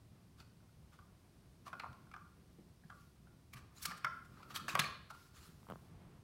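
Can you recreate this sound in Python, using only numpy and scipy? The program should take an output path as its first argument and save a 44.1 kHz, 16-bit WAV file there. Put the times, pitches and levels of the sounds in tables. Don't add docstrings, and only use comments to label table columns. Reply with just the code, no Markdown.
import sys
import numpy as np
from scipy import signal
from scipy.fft import rfft, irfft, next_fast_len
from scipy.io import wavfile
from scipy.ndimage import uniform_filter1d, map_coordinates

SR = 44100
rng = np.random.default_rng(int(sys.argv[2]) if len(sys.argv) > 2 else 0)


def dump(signal):
    limited = np.clip(np.atleast_2d(signal).T, -1, 1)
    pcm = np.round(limited * 32767).astype(np.int16)
    wavfile.write(sys.argv[1], SR, pcm)


def invert_db(x):
    u = np.asarray(x, float) / 20
    return 10 ** u


N = 274958

# f/Hz, width/Hz, level/dB
BOARD_MODES = [(2104, 610, 3), (2495, 570, 9), (3300, 970, -4.5), (3930, 520, -9), (5740, 1900, -15)]


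def unit(x):
    return x / np.sqrt(np.mean(x ** 2) + 1e-20)


def peak(x):
    return x / np.max(np.abs(x))


def add(track, s, sound):
    part = track[max(round(s * SR), 0):][:len(sound)]
    part += sound[:len(part)]


def along(points, hz):
    f, v = np.transpose(points)
    return np.interp(np.log(hz + 1), np.log(f + 1), v)


def filtered(x, response):
    m = next_fast_len(x.shape[-1] + min(x.shape[-1], 8192))
    spectrum = rfft(x, m) * response(np.fft.rfftfreq(m, 1 / SR))
    return irfft(spectrum, m)[..., :x.shape[-1]]


def modes(table):
    def response(f):
        total = 0
        for k, (c, w, db) in enumerate(table):
            ring = 1j * f * w / (c * c - f * f + 1j * f * w)
            total = total + (-1) ** k * invert_db(db) * ring
        return total
    return response


def soft(hz, edge_hz):
    return 1 / (1 + 1j * hz / edge_hz) ** 3


def wobble(rate):
    knots = rng.standard_normal(int(N * rate / SR) + 4)
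    return map_coordinates(knots, [np.arange(N) * rate / SR])


def noise(spectrum, size=N):
    return unit(filtered(rng.standard_normal(size), lambda hz: invert_db(along(spectrum, hz))))


def claws():
    # t/s, peak level/dB, board
    # f/Hz, bare nail on wood/dB, nail f/Hz
    taps = [(0.402, -55.5, 1415, 4, 4560), (0.939, -63, 1380, -25, 3000), (0.989, -54, 1390, -9.5, 2340),
            (1.666, -47.5, 1070, -26, 3630), (1.679, -45, 1090, -5.5, 2330),
            (1.73, -37.5, 1400, -12.5, 2280), (1.799, -38, 1400, -4.5, 1800),
            (1.835, -39.5, 1070, -12, 1870), (1.861, -43, 1084, -25, 1870), (2.114, -51.5, 1240, -5, 2360),
            (2.139, -45.5, 1190, -10.5, 2370), (2.163, -46, 1380, -12, 2500),
            (2.901, -46, 1420, -10.5, 2460), (3.535, -53, 1080, 7, 2300), (3.569, -59, 1640, 3, 3160),
            (3.855, -41, 1160, 8.5, 3960), (3.889, -47, 1190, -19, 4300), (3.916, -45, 1204, -3, 5170),
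            (4.046, -24.5, 1357, -9, 2530), (4.0485, -31, 1400, -5, 2000), (4.402, -54, 940, -18, 2960),
            (4.43, -49.5, 1280, -4.5, 4400), (4.505, -48, 1250, -9, 2900), (4.561, -45, 1290, 4, 3170),
            (4.682, -34.5, 1120, 0, 2500), (4.753, -21.5, 1140, -4, 2280), (4.793, -26.5, 1700, 5, 3540),
            (4.796, -31.5, 1720, 9, 2360), (4.801, -42.5, 1700, 9, 4140), (4.816, -40.5, 1590, 2.5, 2300),
            (5.104, -42.5, 1350, -13, 4200), (1.797, -46.5, 2300, 3, 4130), (4.806, -39, 1230, -2, 3620),
            (4.845, -42, 1730, 2, 2260), (3.905, -50, 1160, -6, 2410), (1.833, -65, 1380, -5, 2500),
            (1.842, -42, 1250, -26, 1900)]
    # t/s, peak level/dB, board f/Hz
    touches = [(0.604, -68, 1400), (0.692, -68, 1400), (2.069, -61.5, 1460), (2.585, -57, 360),
               (2.837, -60.5, 1670), (3.034, -80, 1100), (3.271, -60, 1400), (3.72, -64.5, 1170),
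               (4.372, -56, 1250), (.405, -63, 800), (0.991, -57, 1100), (1.668, -55.5, 700),
               (1.733, -44, 1120), (1.837, -48.5, 690), (2.14, -46, 1626), (2.163, -55, 1076),
               (2.901, -55, 1130), (2.899, -52, 1590), (2.93, -54, 1400), (3.919, -43, 1750),
               (4.682, -36.5, 1660), (4.753, -34.5, 540), (5.105, -52, 804), (5.148, -53, 1210)]
    touch_edge_db, touch_nail_hz = -18, 2430
    out, echoes, t = np.zeros(N), np.zeros(N), np.arange(2048) / SR
    for s, db, hz, edge_db, nail_hz in taps + [(*touch, touch_edge_db, touch_nail_hz) for touch in touches]:
        hard = np.clip((db + 45.5 + edge_db) / 14, 0, 1)
        rise = 0.001625 * (1 - hard) + 0.00011
        chatter = rng.standard_normal((3, len(t))) * invert_db(-60 * t / 0.02) * (1 - np.exp(-(t / rise) ** 2))
        chatter[:, 12] += hard * np.array([8, 10, 4.5])
        chatter[0] += 0.9 * np.sin(2 * np.pi * hz * t) * np.exp(-(t / rise - 1) ** 2)

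        wood = modes([(hz, 210 + 200 * (1 - hard), 0), (1.64 * hz, 260, -11)])
        plank = filtered(chatter[0], lambda f: wood(f) * soft(f, edge_hz=2850) * (f / (f - .62j * hz)) ** 3)
        pad = filtered(chatter[2], lambda f: modes([(779, 420, 0)])(f) ** 2)
        pad_db = -10 - 9 * hard
        board = peak(plank) + invert_db(pad_db) * peak(pad)

        upper = modes([(c, w, level + 0.089 * edge_db * (c > 3700)) for c, w, level in BOARD_MODES])
        nail = modes([(nail_hz, .14 * nail_hz, 4.5)])
        knock = filtered(chatter[1], lambda f: upper(f) * soft(f, edge_hz=6800) * f / (f - 1800j) + nail(f))

        crack = filtered(chatter[2], lambda f: (f / (f - 5000j)) ** 2 * soft(f, edge_hz=9600))
        crack_db = -19.5 + 1.64 * edge_db + 13 * hard
        tap = peak(board) + invert_db(edge_db) * peak(knock) + invert_db(crack_db) * peak(crack)
        tap = invert_db(db + 1.0) * tap
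        add(out, s - 0.672 * rise, tap)
        add(echoes, s - 0.651 * rise, near(tap))
    return out, echoes


def near(x):
    # delay t/s, level/dB
    surfaces = [
        (.0025, -7.5),
        (.0055, -7),
        (.0085, -6.5),
        (0.012, -18.5),
        (0.0221, -9.5),
        (.026, -52),
    ]
    moved = [(s * (1 + .15 * rng.uniform(-1.055, 1) * (s < .01)), db) for s, db in surfaces]

    def response(hz):
        arrivals = sum(invert_db(db) * np.exp(-2j * np.pi * hz * s) for s, db in moved)
        return arrivals / (1 + 1j * hz / 3500) ** 2
    return filtered(np.pad(x, (0, len(x))), response)


def skids():
    # t/s, fall t/s, level/dB, tilt/dB per octave
    scuffs = [(0.938, 0.027, -69, -5.5), (1.672, 0.023, -58, -5.5), (1.93, 0.0033, -60, -6.5),
              (3.538, 0.0097, -57, -0.5), (3.573, 0.027, -61.5, -4.5), (3.815, 0.071, -65.5, -2.5),
              (3.83, 0.016, -46.5, 2), (3.857, 0.008, -38.5, -1.5), (3.91, 0.013, -49, -10),
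              (3.977, 0.011, -59.5, -3), (4.253, 0.01, -69.5, -3.5), (4.51, 0.025, -58.5, -5),
              (4.691, 0.012, -42.5, -5.5), (4.709, 0.028, -50.5, -5.5), (5.107, 0.012, -57, -5),
              (5.148, 0.03, -69.5, -3), (5.439, 0.068, -65, -2)]
    # t/s, fall t/s, level/dB, tilt/dB per octave
    slides = [(0.403, 0.024, -66.5, -4.5), (3.777, 0.03, -67, -2), (4.401, 0.081, -69, -8),
              (4.563, 0.016, -44, -3), (4.731, 0.0075, -55, -5), (4.753, 0.0046, -39, -8.5),
              (4.798, 0.0062, -32, -6.5), (5.225, 0.085, -70, -2), (5.375, 0.036, -64.5, -3),
              (5.7, 0.018, -62.5, -16), (3.0, .12, -77, -1.5), (5.65, 0.34, -76.5, 0)]
    # f/Hz, level/dB
    pad_colour = [(600, -27), (1200, 4), (2500, -2.5), (4500, 2), (8000, -1), (12000, -0.5), (16000, -4)]
    out = np.zeros(N)
    strokes = [(0.6, *row) for row in scuffs] + [(0.94, *row) for row in slides]
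    for share, s, fall, db, tilt_db in strokes:
        rise = share * fall
        t = np.arange(-round(.15 * SR), round(.25 * SR)) / SR
        stroke = np.exp(-np.where(t < 0, t / max(rise, 1e-3), t / max(fall, 1e-3)) ** 2)
        colour = [(hz, level + tilt_db * np.log2(hz / 5000)) for hz, level in pad_colour]
        catches = (rng.random(len(t)) < 500 / SR) * np.minimum(rng.exponential(0.8, len(t)), 1.6)
        grit = 1 + signal.lfilter([1], [1, -np.exp(-1 / (0.00023 * SR))], catches)
        add(out, s + t[0], invert_db(db) * stroke * unit(grit * noise(colour, size=len(t))))
    board = modes([(1250, 500, 0)] + BOARD_MODES)
    return filtered(patchy(out, depth_db=1.8), lambda hz: 1.067 + 0.13 * board(hz))


def patchy(x, depth_db):
    z = signal.stft(x, nperseg=256)[2]
    field = uniform_filter1d(rng.standard_normal(z.shape), size=5, axis=0)
    field = uniform_filter1d(field, size=12, axis=1)
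    return signal.istft(z * invert_db(depth_db * unit(field)), nperseg=256)[1][:len(x)]


def squeaks():
    # t/s, half length t/s, level/dB, f/Hz
    drags = [(0.402, 0.0044, -72, 3570), (3.534, 0.0069, -67, 2400), (3.769, 0.0088, -70, 6900),
             (3.78, 0.009, -66, 4070), (3.786, .004, -61, 7000), (3.817, .004, -61, 3530),
             (3.826, 0.0039, -60, 4350), (3.833, .006, -55, 5500), (3.857, 0.0027, -47.5, 4190),
             (3.86, 0.0046, -47.5, 5500), (3.851, .004, -49, 1650), (4.044, 0.0034, -49, 2390),
             (4.049, 0.0036, -48, 5370), (1.798, 0.0015, -64, 4350), (2.141, 0.0072, -62, 2370),
             (1.835, 0.0024, -59, 2500), (3.842, .005, -56, 2190), (3.898, 0.0055, -55, 2300),
             (3.873, .004, -57, 3520), (3.927, .005, -61, 5140), (3.978, .005, -65, 8000),
             (4.426, 0.0047, -77, 2500), (4.44, 0.0052, -79, 4440), (4.511, 0.0061, -63.5, 2950),
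             (4.512, .007, -66, 4500), (4.559, 0.0083, -51, 4580), (4.562, 0.0038, -43.5, 3170),
             (4.569, 0.0034, -51, 1510), (4.601, 0.013, -50, 1280), (4.692, .004, -53, 4760),
             (4.697, 0.0079, -43, 2560), (4.705, 0.0062, -51, 3840), (4.73, 0.0039, -64, 5450),
             (4.808, 0.0032, -39, 4080), (4.818, 0.0037, -39, 1640), (4.825, 0.009, -56, 4350),
             (4.844, .004, -40, 2360), (4.86, 0.0086, -47.5, 4350)]
    out, t = np.zeros(N), np.arange(-1024, 1024) / SR
    for s, half, db, hz in drags:
        band = filtered(rng.standard_normal(len(t)), lambda f: modes([(hz, 0.089 * hz, 0)])(f) ** 2)
        swell = np.exp(-(t / max(half, 1e-3)) ** 2)
        add(out, s + t[0], invert_db(db) * swell * unit(band))
    return out


def thumps():
    # t/s, peak level/dB, f/Hz
    paws = [
        (1, -50.5, 76),
        (2.588, -54.5, 199),
        (2.848, -54.5, 158),
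        (3.546, -51.5, 127),
        (3.881, -49.5, 174.7),
        (4.043, -52.5, 141),
        (4.571, -70, 80.6),
        (4.739, -43.5, 134),
        (4.793, -38, 157.1),
        (5.489, -54.5, 159),
    ]
    out, t = np.zeros(N), np.arange(SR // 4) / SR
    for s, db, hz in paws:
        flex = np.sin(2 * np.pi * hz * t)
        flex += 0.34 * np.sin(2 * np.pi * 1.427 * hz * t + rng.uniform(0, 8.25))
        fade = invert_db(-60 * t / .12) * (1 - np.exp(-t / 0.0015))
        add(out, s, invert_db(db + 2.5) * peak(flex * fade))
    return out


def linger():
    # t/s, level/dB, f/Hz
    planks = [(0.404, -76, 1420), (0.992, -70.5, 1187), (1.681, -72, 1070), (1.732, -66, 1400),
              (1.802, -58, 1164), (1.836, -64, 1070), (2.141, -57, 1176), (2.164, -61, 1400),
              (2.9, -71, 1400), (2.901, -61, 1153), (3.54, -64, 1160), (3.861, -48, 1204),
              (3.903, -57, 1270), (4.047, -42, 1347), (4.048, -57.5, 2010), (4.431, -64, 1310),
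              (4.566, -58, 1350), (4.683, -59, 1107), (4.753, -45, 1180), (4.796, -51.5, 1640),
              (4.797, -53.5, 2410), (4.821, -47.5, 1155), (5.104, -63, 1400)]
    t = np.arange(SR // 3) / SR
    rows = np.array(planks)
    ring = modes([(rows[:, 2:], 90, 0)])
    hums = filtered(rng.standard_normal((len(rows), len(t))), lambda f: ring(f) ** 2)
    fade = invert_db(-60 * t / .55) * (1 - np.exp(-t / 0.0061)) * np.cos(np.pi * t / t[-1] / 2)
    out = np.zeros(N)
    for (s, db), hum in zip(rows[:, :2], hums):
        add(out, s, invert_db(db) * fade * unit(hum))
    return out


def room(x, wet_db, size=2048):
    # f/Hz, level/dB
    walls = [(100, 10.5), (600, 5.5), (1150, -3), (1400, 1), (2000, -1.5), (4200, -1), (6000, 0.5),
             (14000, -2.5)]
    # f/Hz, t/s
    decay = [(100, 0.16), (300, 0.61), (1000, 0.6), (1800, 0.59), (4200, 0.61), (6000, 0.4), (12000, 0.33)]
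    # f/Hz, width/Hz, level/dB
    hollow = [(1070, 31, 2), (1174, 26, 0), (1400, 40, -2.5), (1614, 17, 3), (1840, 30, -11),
              (2340, 21, -15), (2500, 120, -8.5), (4150, 40, -19), (4350, 190, -14)]
    out = np.zeros(N)
    for start in range(0, N, size):
        piece = x[start:start + size]
        if np.max(np.abs(piece)) < 1e-5:
            continue
        hz, t, z = signal.stft(rng.standard_normal(SR * 3 // 4), SR, nperseg=256)
        build = 1 - np.exp(-(t / .015) ** 2)
        fade_db = along(walls, hz)[:, None] - 60 * t / along(decay, hz)[:, None]
        tail = signal.istft(z * build * invert_db(fade_db), SR, nperseg=256)[1]
        add(out, start / SR, invert_db(wet_db) * signal.fftconvolve(piece, tail / np.linalg.norm(tail)))
    return filtered(out, lambda hz: 0.61 + 1.2 * modes(hollow)(hz))


def creak():
    # t/s, peak level/dB, low sway/dB, bright snap/dB
    slips = [
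        (5.629, -60.5, 2, -16),
        (5.644, -65, -3, -25),
        (5.667, -53.5, -16, -24),
        (5.686, -48, -5, -23),
        (5.699, -40, -6, -13),
        (5.709, -40.5, -6.5, -20),
        (5.72, -42, -3, -22.5),
        (5.734, -47, -4, -23),
        (5.756, -46, -10, -25),
    ]
    # f/Hz, width/Hz, level/dB
    shell = [(560, 390, 8), (1240, 490, 6), (2300, 700, -11.5), (3160, 1000, -16), (10080, 7600, -41)]
    snap_s = .0023
    out, t = np.zeros(N), np.arange(2048) / SR
    late = np.maximum(t - snap_s, 0)
    for s, db, sway_db, snap_db in slips:
        judder = 0.45 * rng.standard_normal(len(t)) * (t < snap_s) * t / snap_s
        slip = judder - (np.arange(len(t)) == round(snap_s * SR))
        tick = rng.standard_normal(len(t)) * (t > snap_s - .0005) * invert_db(-60 * late / 0.0027)
        sway = np.sin(2 * np.pi * 190 * np.maximum(late - .0007, 0)) * invert_db(-60 * late / 0.025)
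        sound = peak(filtered(slip, modes(shell))) + invert_db(sway_db) * peak(sway) + invert_db(snap_db) * peak(tick)
        add(out, s, invert_db(db + 4.0) * sound)
    return out


def swelling(rows):
    return invert_db(np.interp(np.arange(N) / SR, *np.transpose(rows)) + 1.3 * wobble(20))


def cushion():
    # t/s, level/dB
    rustle = [
        (5.7, -65),
        (5.86, -60.5),
        (5.97, -58.5),
        (6.06, -58.5),
        (6.14, -61),
        (6.24, -63.5),
    ]
    # f/Hz, level/dB
    cloth = [(150, 13.5), (350, -0.5), (600, -8), (1200, -9.5), (2200, -14.5), (4000, -22.5), (8000, -64)]
    # f/Hz, width/Hz, level/dB
    hollows = [(364, 59, 4.5), (710, 73, 5), (1070, 154, 0.5)]
    rubbing = filtered(noise(cloth), lambda hz: 1.8 + np.abs(modes(hollows)(hz)))
    return swelling(rustle) * unit(rubbing)


def body():
    # t/s, level/dB
    shifting = [
        (1.5, -81),
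        (1.8, -66),
        (2.2, -77.5),
        (2.6, -72),
        (2.9, -102),
        (4.1, -69),
        (4.4, -65),
        (4.8, -55.5),
        (5.0, -82.5),
        (5.2, -100.5),
    ]
    # f/Hz, level/dB
    bulk = [(90, -2), (200, 2.5), (350, -4), (700, -16), (1100, -32)]
    return swelling(shifting) * noise(bulk)


def house_hum():
    # f/Hz, level/dB
    colour = [(22, -65), (42, -8), (60, 8), (172, 2), (254, -12), (480, -48.5), (620, -43), (1060, -120)]
    return invert_db(-64 + 0.27 * wobble(2.97) + 3.0 * wobble(20)) * noise(colour)


def microphone_hiss():
    # f/Hz, level/dB
    colour = [(360, -28), (620, -0.5), (1290, -38), (1920, -12), (4970, -8.5), (7470, -14), (8560, -11),
              (16000, -18.5)]
    return invert_db(-77.5 + .4 * wobble(1.3)) * noise(colour)


def scene():
    taps, echoes = claws()
    drag = skids() + squeaks()
    weight = thumps()
    wet = room(taps + drag + 0.68 * weight, wet_db=-7.0)
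    floor = taps + echoes + drag + weight + wet + linger()
    background = cushion() + body() + house_hum() + microphone_hiss()
    return (floor + creak() + background)[None]


def low_pass(x):
    return signal.sosfilt(signal.butter(12, 16480, fs=SR, output="sos"), x)


def record(dry):
    def response(hz):
        bass_cut = (hz / (hz - 40j)) ** 2
        return bass_cut * np.where(hz < 15850, 1, invert_db(-18)) * (hz < 16480)
    return low_pass(filtered(dry, response))


dry = scene()
out = record(dry)
dump(out)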